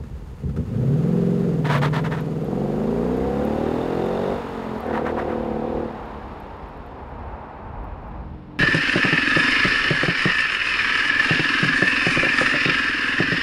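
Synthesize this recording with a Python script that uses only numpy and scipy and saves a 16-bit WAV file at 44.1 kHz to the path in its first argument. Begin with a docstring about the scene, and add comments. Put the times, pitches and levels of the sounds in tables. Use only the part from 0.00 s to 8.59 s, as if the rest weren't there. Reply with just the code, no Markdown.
"""In an open asphalt yard, about 4 m from the microphone, a V8 coupe idles and its throttle is stabbed.
It launches with rear tyres hopping and flicking grit, pulls through first gear and chirps into second.
Then it coasts off to some 70 m; a faint drone swells at the end while the tyre roar dims, all over a breeze.
Shaped exhaust pulses ring pipe resonances, coloured noise makes gas, tyres and wind,
short noise bursts make barks and grit, and sines make the boom, whine and drone."""
import sys
import numpy as np
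from scipy import signal
from scipy.fft import rfft, irfft, next_fast_len
from scipy.io import wavfile
from scipy.ndimage import map_coordinates

SR = 44100
rng = np.random.default_rng(int(sys.argv[2]) if len(sys.argv) > 2 else 0)


def dump_mix(stems):
    """Bounce the given channels to the path in sys.argv[1] as a 16-bit WAV at rate SR."""
    frames = np.atleast_2d(stems).T  # one column per channel
    limited = np.clip(frames, -1, 1)  # hard clip at full scale
    pcm = np.round(limited * 32767).astype(np.int16)
    wavfile.write(sys.argv[1], SR, pcm)


N = 378798

# Breeze on the microphone: (frequency [Hz], density [dB per Hz])
WIND_COLOUR = [(20, -39), (35, -1), (50, 3), (75, 2), (105, -7), (160, -15.5), (300, -21.5)]
# Gusts that swell and fade: (centre time [s], length [s], level [dB])
GUSTS = [(0.0, 0.74, -32.5), (6.197, 3.0, -41), (7.222, 0.45, -35.5), (7.804, 0.54, -32.5),
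         (8.146, 0.58, -34.5)]
BREEZE_DB = -44  # steady part
# Echoes off trailers and walls: (delay [s], level [dB])
YARD_ECHOES = [(0.028, -18), (.074, -27.5), (0.126, -46)]
# Distance of the car from the microphone: (time [s], distance [m])
DISTANCE = [(0.9, 4), (2, 7), (3, 12), (4.3, 24), (7, 58), (8.59, 70)]

# Faint drone near the end: (time [s], frequency [Hz], level [dB])
DRONE = [(8.1, 312, -56), (8.3, 312, -47.5), (8.45, 302, -45.5), (8.59, 298, -43), (8.7, 306, -66)]
# Whine under the slipping clutch: (time [s], frequency [Hz], level [dB])
WHINE = [(1.02, 380, -70), (1.121, 393, -29.5), (1.38, 401.5, -28.5), (1.472, 389, -30.5), (1.54, 360, -43),
         (1.6, 366, -78)]

# Sharp grit ticks, before their ringing: (time [s], starting level [dB])
SHARP_GRIT = [(1.7846, -32), (2.2077, -37), (2.4451, -38), (3.451, -31), (4.061, -37), (4.8048, -34),
              (4.865, -42), (6.402, -40)]
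# Faint ticks while the car pulls away: start, mean rate, level before ringing and distance loss, spread
GRIT_FROM_S, GRIT_PER_S, GRIT_DB, GRIT_SPREAD_DB, GRIT_LOSS_DB_PER_M = 2.2, 12, -49, 8, 0.25
# Slips of the hopping tyres: (start time [s], length [s], level [dB])
SLIPS = [(1.642, 0.058, -28), (1.686, 0.12, -23), (1.813, 0.055, -23.5), (1.841, 0.055, -28),
         (1.926, 0.086, -25.5), (2.034, 0.059, -30.5), (2.105, 0.064, -30.5), (2.153, 0.071, -34.5),
         (4.85, 0.15, -35), (4.926, 0.09, -26.5), (5.045, 0.079, -27), (5.165, 0.072, -28),
         (5.277, 0.083, -33.5)]
# Scrubbing rubber: (frequency [Hz], density [dB per Hz])
SCRUB_COLOUR = [(450, -3), (680, 4.5), (790, -1), (950, 7.5), (1060, -1), (1250, 1), (1550, 0.5),
                (1850, -1), (2400, -8.5), (3700, -12.5), (5000, -22), (7000, -28.5), (11000, -35.5),
                (15700, -40.5)]
# Rolling tyre colour: (frequency [Hz], density [dB per Hz])
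ROLL_COLOUR = [(130, 2.5), (220, -0.5), (450, -1.5), (650, 2), (880, 6), (1150, -1.5), (1600, -9),
               (2000, -14.5), (2600, -19)]
# Rolling tyre level: (time [s], level [dB])
ROLL_LEVEL = [(1.5, -56), (3.5, -36), (4.9, -35.5), (6.05, -36.5), (6.9, -40.4), (7.3, -37), (8.15, -40.5),
              (8.4, -49.5)]

# Low, middle and high gas noise, each: (frequency [Hz], density [dB per Hz])
ROAR_COLOUR = [(450, 2), (700, -0.5), (1000, -1), (1300, -1), (1600, -7), (2000, -10), (2600, -30.5)]
RUSH_COLOUR = [(1600, 0.5), (2100, -1), (2450, -1), (2800, -1), (3150, -4), (3600, -4.5), (4100, -8),
               (4700, -11.5), (5500, -15), (6800, -49.5)]
HISS_COLOUR = [(4500, 0.5), (5600, -4.5), (6800, 0), (7700, -6), (8600, -4.5), (9600, -8), (13000, -9),
               (15700, -15.5)]
# Their levels, each: (level at cruising speed and 0 m [dB], rise [dB per octave of revs], loss [dB per m])
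ROAR_LAW = (-43, 9.6, 0.23)
RUSH_LAW = (-51.5, 7.4, 0.18)
HISS_LAW = (-57, 5.8, 0.38)

# Engine speed: (time [s], rate [cycles of eight firings per s])
ENGINE_SPEED = [(0.0, 8.8), (0.55, 9.8), (1.08, 21.83), (1.41, 22.4), (1.77, 17.57), (2.0, 20.04),
                (2.39, 19.83), (2.56, 22.6), (3.77, 41.03), (4.3, 48.13), (4.46, 46.3), (4.8, 42.47),
                (4.95, 36.93), (5.18, 39.4), (5.56, 36.86), (5.74, 39.01), (6.12, 35.95), (7.0, 25.5),
                (7.8, 19.8), (8.15, 22.4)]
CRUISE_CYCLES_PER_S = 22
# Unequal cylinders fill in the orders, strengths before brightening:
# (multiple of the cycle rate, then strength in each duty in the order of DUTIES [dB] x 4)
ORDER_STRENGTHS = [(1.0, 4.5, -64.5, 8, -8.5), (2.0, 9, 5.5, 7.5, 16.5), (3.0, -43, -9, -0.5, 3.5),
                   (4.0, 4, 1, -8.5, 3.5), (5.0, -1.5, 0, 7, -4.5), (6.0, 7, 6.5, 0, 10.5),
                   (7.0, 9, -4, -7, -0.5), (8.0, 16.5, 8.5, 3.5, 6), (9.0, -6, 5.5, -28.5, 15.5),
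                   (10.0, 9.5, 1, 10.5, 11), (11.0, -14, 3.5, -4, 7.5), (12.0, -1.5, 0.5, -5, 5.5),
                   (13.0, 6.5, -5.5, 4, 9), (14.0, 9, 8, -19, 6), (15.0, -6, 4.5, 5.5, -3),
                   (16.0, 6, -4.5, -10, -2), (17.0, -7.5, 2.5, -19, -7), (18.0, 3.5, -10.5, 3, 7.5),
                   (19.0, 0, -0.5, -6, 8), (20.0, -20, -1, 4, 7.5), (21.0, 1.5, -16, -8, 6),
                   (22.0, 7, 4, 3, -19)]
# Exhaust pipe resonances: (frequency [Hz], width [Hz], gain [dB])
PIPE_RESONANCES = [(55.5, 3.9, -7.5), (137.8, 40, -2.5), (232.3, 36.6, -1.3), (349.2, 21.4, -6.5),
                   (398.4, 31.4, -5.5), (490, 59, -5), (749.5, 60, -12), (917, 133, -23)]
# Names of the engine's four working conditions: (duty)
DUTIES = ["part throttle", "first gear", "overrun", "second gear"]
# Engine settings (idle, launch, bog, full pull, lift, clutch closes, short pull, lift, coast, duller at the end),
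# each held until the next: (time [s], glide [s], duty, pulse level before the pipes [dB],
# swell [dB per s], brightness before low-rev dulling [dB per octave], rasp level [dB])
PEDAL = [(0.0, 0.01, "part throttle", -48.5, 6, 2, -48), (0.6, 0.19, "part throttle", -32.5, -3, -1.5, -31),
         (2.05, 0.25, "part throttle", -42, 5, 2, -33.5), (2.42, 0.084, "first gear", -35, 4.5, 2.5, -31.5),
         (4.33, 0.11, "overrun", -41.5, 13, 1, -39), (4.77, 0.019, "overrun", -44.5, 0, 5, -35.5),
         (4.82, 0.037, "second gear", -36.5, -1.5, 2.5, -33.5),
         (5.8, 0.2, "second gear", -50.5, -7, -1.5, -44), (6.3, 0.38, "overrun", -49, -11, 2.5, -46.5),
         (7.9, 0.2, "first gear", -49, -4, -5, -50)]
# Stabs of throttle: (centre time [s], length [s], pulse level before the pipes [dB], rasp level [dB])
BLIPS = [(0.0, 0.37, -38.5, -47), (0.47, 0.14, -27, -36.5), (0.584, 0.13, -28.5, -31.5)]
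# Brightness lost: [dB per octave] per octave of revs below cruising; [dB per octave] at the top of a stab
LOW_REV_DULLING_DB, BLIP_DULLING_DB = 5, 0.5
# First hard firings as the throttle opens, before the pipes: (time [s], starting level [dB])
BARKS = [(0.036, -17.5), (0.492, -15), (0.563, -10), (0.572, -12), (0.606, -25)]
# Turbulence behind the rasp: (frequency [Hz], density [dB per Hz])
RASP_COLOUR = [(80, -8), (120, -7.5), (200, 5), (290, 9.5), (380, 7.0), (500, 13.5), (700, -21.0), (1000, -22)]
TIP_RING_DB = -6  # gain of the steel tips' ring
BOOM_AT_S, BOOM_LENGTH_S, BOOM_DB = 3.07, 1.86, -37.5  # early in first gear
CUTOFF_HZ = 15750


def from_db(db):
    """Decibels to gain."""
    return 10 ** (np.asarray(db) / 20)


def rms_one(x):
    """Scale to unit rms."""
    return x / np.sqrt(np.mean(x ** 2) + 1e-20)


def in_time(rows):
    """Interpolate each column of a time table, sample by sample."""
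    s, *columns = np.transpose(rows)
    return [np.interp(np.arange(N) / SR, s, column) for column in columns]


def swell(s, length):
    """A smooth rise and fall of height 1, centred on s."""
    phase = np.clip((np.arange(N) / SR - s) / length, -.5, .5)
    return np.cos(np.pi * phase) ** 2


def drift(rate):
    """Smooth random wander with about `rate` turns a second; spread 1."""
    r = np.exp(-40 * np.pi * rate / SR)  # made at one twentieth of the sample rate
    chance = rng.standard_normal(N // 20 + 2002)
    slow = signal.lfilter([1], [1, -2 * r, r * r], chance)[2000:]  # drop the filter's start
    return np.interp(np.arange(N) / 20, np.arange(len(slow)), rms_one(slow))


def noise(colour):
    """Noise of the given colour, falling 36 dB per octave beyond its ends; rms 1."""
    size = next_fast_len(N)
    octave = np.log2(np.maximum(np.fft.rfftfreq(size, 1 / SR), 1))
    hz, db = np.transpose(colour)
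    beyond = abs(octave - np.clip(octave, np.log2(hz[0]), np.log2(hz[-1])))
    gain = from_db(np.interp(octave, np.log2(hz), db) - 36 * beyond)
    return rms_one(irfft(rfft(rng.standard_normal(size)) * gain, size)[:N])


def resonate(x, hz, width):
    """One resonance with gain 1 on top."""
    r = np.exp(-np.pi * width / SR)
    feed = np.array([1, 0, -1]) * (1 - r * r) / 2
    feedback = [1, -2 * r * np.cos(2 * np.pi * hz / SR), r * r]
    return signal.lfilter(feed, feedback, x + 1e-18)


def bursts(rows, decay_s):
    """Noise bursts that start at once and die away exponentially."""
    out, age = np.zeros(N), np.arange(SR // 10) / SR
    for s, db in rows:
        at = int(s * SR)
        burst = from_db(db) * np.exp(-age / decay_s) * rng.standard_normal(len(age))
        out[at:at + len(age)] += burst[:N - at]
    return out


def breeze():
    """Wind noise rumbles on the microphone; the power of each gust adds to the steady breeze."""
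    gusts = sum(from_db(db) ** 2 * swell(s, length) for s, length, db in GUSTS)
    return np.sqrt(from_db(BREEZE_DB) ** 2 + gusts) * noise(WIND_COLOUR)


def yard(x):
    """Trailers and walls return a few delayed echoes with the treble dulled."""
    dull = signal.sosfilt(signal.butter(1, 2500, fs=SR, output="sos"), x)
    echoes = sum(from_db(db) * np.pad(dull, (int(s * SR), 0))[:N] for s, db in YARD_ECHOES)
    return x + echoes


def tone(rows):
    """A sine of gliding pitch and wavering level fades in and out."""
    hz, db = in_time(rows)
    sounding = db > max(rows[0][2], rows[-1][2]) + .1  # silent outside the fades
    level = from_db(db + 2.2 * drift(19))
    return sounding * level * np.sqrt(2) * np.sin(2 * np.pi * np.cumsum(hz) / SR)


def grit():
    """Tiny stones tick on the asphalt as ringing bursts, the faint ones losing level with distance."""
    gaps, sizes = rng.exponential(1, 200), rng.normal(0, 1, 200)
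    s = GRIT_FROM_S + np.cumsum(gaps) / GRIT_PER_S
    metres = np.interp(s, *np.transpose(DISTANCE))
    db = GRIT_DB + GRIT_SPREAD_DB * np.minimum(sizes, 2) - GRIT_LOSS_DB_PER_M * metres
    faint = [row for row in zip(s, db) if row[0] < N / SR]
    ticks = bursts(SHARP_GRIT + faint, decay_s=.0015)
    return resonate(resonate(ticks, 12500, 4000), 12500, 4000)


def rolling_tyres():
    """Rolling tyres make a steady coloured roar whose level follows a curve."""
    return from_db(in_time(ROLL_LEVEL)[0]) * noise(ROLL_COLOUR)


def hopping_tyres():
    """The rear tyres scrub the asphalt in a swelling burst of noise at each slip."""
    t = np.arange(N) / SR
    power = np.zeros(N)
    for s, length, db in SLIPS:
        span = slice(int(s * SR), int((s + length) * SR))
        progress = np.clip((t[span] - s) / length, 0, 1)
        power[span] += from_db(db) ** 2 * np.sin(np.pi * progress ** 0.75) ** 2
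    rubber = noise(SCRUB_COLOUR)
    body = signal.sosfilt(signal.butter(2, 2300, fs=SR, output="sos"), rubber)
    # hard slips tear brightly; light or later, more distant ones keep more of the throaty body
    hardness = (power / power.max()) ** 0.067 / np.maximum(t / 2, 1)
    scrub = hardness * rubber + (1 - hardness) * body
    return np.sqrt(power) * scrub * from_db(1.0 + 1.8 * drift(150))


def octaves_above_cruise():
    """Engine speed in octaves from cruising speed."""
    return np.log2(in_time(ENGINE_SPEED)[0] / CRUISE_CYCLES_PER_S)


def puffs(turns, cycle_depth, firing_depth):
    """Gas leaves in puffs, one per cylinder, strongest once a cycle; rms 1."""
    angle = 2 * np.pi * turns
    per_cylinder = np.cos(8 * angle)
    return rms_one(np.exp(cycle_depth * np.cos(angle + 2.45) + firing_depth * per_cylinder))


def gas_rush(turns):
    """Gas noise throbs with the engine, grows with the revs and fades with distance."""
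    revs, (metres,) = octaves_above_cruise(), in_time(DISTANCE)
    laws = (ROAR_LAW, RUSH_LAW, HISS_LAW)
    roar, rush, hiss = (from_db(db + rise * revs - loss * metres) for db, rise, loss in laws)
    low = roar * noise(ROAR_COLOUR) * puffs(turns, cycle_depth=0.19, firing_depth=0.14)
    top = rush * noise(RUSH_COLOUR) + hiss * noise(HISS_COLOUR)
    return low + top * puffs(turns, cycle_depth=0.094, firing_depth=0.083)


def boom(turns):
    """The half-firing beat of each bank, a sine at twice the cycle rate, booms in the pipes' low range."""
    beat = np.sqrt(2) * np.sin(2 * np.pi * 2 * turns)
    return from_db(BOOM_DB) * swell(BOOM_AT_S, BOOM_LENGTH_S) * beat


def effort():
    """Duty, pulse level, brightness and rasp glide to each engine setting, and the blips ride on top."""
    t, state = np.arange(N) / SR, np.zeros((4, N))
    for i, (s, glide, duty, pulse_db, swell_db, bright_db, rasp_db) in enumerate(PEDAL):
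        share = np.clip((t - s) / glide, 0, 1) if i else 1
        goals = (DUTIES.index(duty), pulse_db + swell_db * (t - s), bright_db, rasp_db)
        for now, goal in zip(state, goals):
            now += share * (goal - now)
    duty, pulse_db, bright_db, rasp_db = state
    for s, length, blip_db, blip_rasp_db in BLIPS:
        stab = swell(s, length)
        pulse_db += stab * (blip_db - pulse_db)
        rasp_db += stab * (blip_rasp_db - rasp_db)
        bright_db -= stab * BLIP_DULLING_DB
    bright_db = bright_db + LOW_REV_DULLING_DB * np.minimum(octaves_above_cruise(), 0)
    return duty, pulse_db, bright_db, rasp_db


def cycle_shape(order_db, upper_db, size=1024):
    """Pressure over one engine cycle: the blows build up to the strongest, then a lull follows."""
    k = np.arange(size // 2 + 1)
    level = upper_db - 4 * np.log2(np.maximum(k, 24) / 24) + rng.normal(0, 2.5, len(k))
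    level[1:len(order_db) + 1] = order_db
    # folding the cepstrum gives minimum phase; the conjugate reverses it in time
    cepstrum = irfft(np.log(from_db(level)))
    cepstrum[1:size // 2] *= 2
    cepstrum[size // 2 + 1:] = 0
    return np.exp(rfft(cepstrum)).conj()  # complex strength of each order


def firing(turns, duty, bright_db, count=56, size=1024):
    """Exhaust pulses: the cycle shape follows the duty, and its spectral slope follows the brightness."""
    k = np.arange(count)
    columns = np.transpose(ORDER_STRENGTHS)[1:]
    orders = np.array([cycle_shape(column, upper_db=-4.0)[:count] for column in columns])
    orders = orders * (k > 0)  # no steady pressure
    orders[:, 8] *= 1j  # cylinders differ in timing as well as in strength
    slopes = np.arange(-12, 13)  # dB per octave about the eighth order
    tilt = from_db(slopes[:, None] * np.log2(np.maximum(k, 1) / 8))
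    shapes = irfft(orders[:, None] * tilt, size) * size / np.sqrt(2)
    shapes = np.concatenate([shapes, shapes[..., :1]], axis=-1)  # close the cycle
    place = [duty, bright_db - slopes[0], turns % 1 * size]
    return map_coordinates(shapes, place, order=1, mode="nearest")


def pipe(x):
    """The exhaust's resonances ring in parallel, signs alternating."""
    return sum((-1) ** i * from_db(db) * resonate(x, hz, width)
               for i, (hz, width, db) in enumerate(PIPE_RESONANCES))


def exhaust(turns, duty, pulse_db, bright_db, rasp_db):
    """Slightly uneven pulses, turbulent rasp and first barks ring the pipes, and gas rings the tips."""
    pulses = firing(turns, duty, bright_db) * from_db(pulse_db + 0.36 * drift(50))
    # from 31 to 40 cycles per s the blows bunch into one throb a cycle
    bunching = np.interp(in_time(ENGINE_SPEED)[0], [31, 40], [0, .85])
    throb = (1 + bunching * np.cos(2 * np.pi * (turns + .06))) / (1 + .35 * bunching)

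    turbulence = noise(RASP_COLOUR)
    rasp = rms_one(pipe(turbulence)) + from_db(-6.5) * turbulence
    rasp = rasp * puffs(turns, cycle_depth=0.14, firing_depth=0.54)
    rasp = from_db(rasp_db) * rms_one(rasp)

    blows = bursts(BARKS, decay_s=0.0077)
    barks = from_db(12) * resonate(pipe(blows), 180, 150) + from_db(-12.0) * resonate(blows, 1280, 310)

    # each throb makes the steel tips sing
    gas = rng.standard_normal(N) * throb * bunching * from_db(pulse_db)
    tip_ring = from_db(TIP_RING_DB) * (resonate(gas, 2750, 220) + resonate(gas, 3570, 220))
    return pipe(pulses) * throb + rasp + barks + tip_ring


def scene():
    """The car sounds in the echoing yard, and the breeze at the microphone."""
    turns = np.cumsum(in_time(ENGINE_SPEED)[0]) / SR + 0.0024 * drift(28)  # engine cycles, with jitter
    wind = breeze()
    tones = tone(DRONE) + tone(WHINE)
    tyres = grit() + rolling_tyres() + hopping_tyres()
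    engine = gas_rush(turns) + boom(turns) + exhaust(turns, *effort())
    return (yard(tones + tyres + engine) + wind)[None]


def record(dry):
    """The microphone signal loses its deepest bass and its extreme top."""
    dry = signal.sosfilt(signal.butter(2, 25, "high", fs=SR, output="sos"), dry)
    return signal.sosfilt(signal.ellip(12, .1, 80, CUTOFF_HZ, fs=SR, output="sos"), dry)


dry = scene()
out = record(dry)
dump_mix(out)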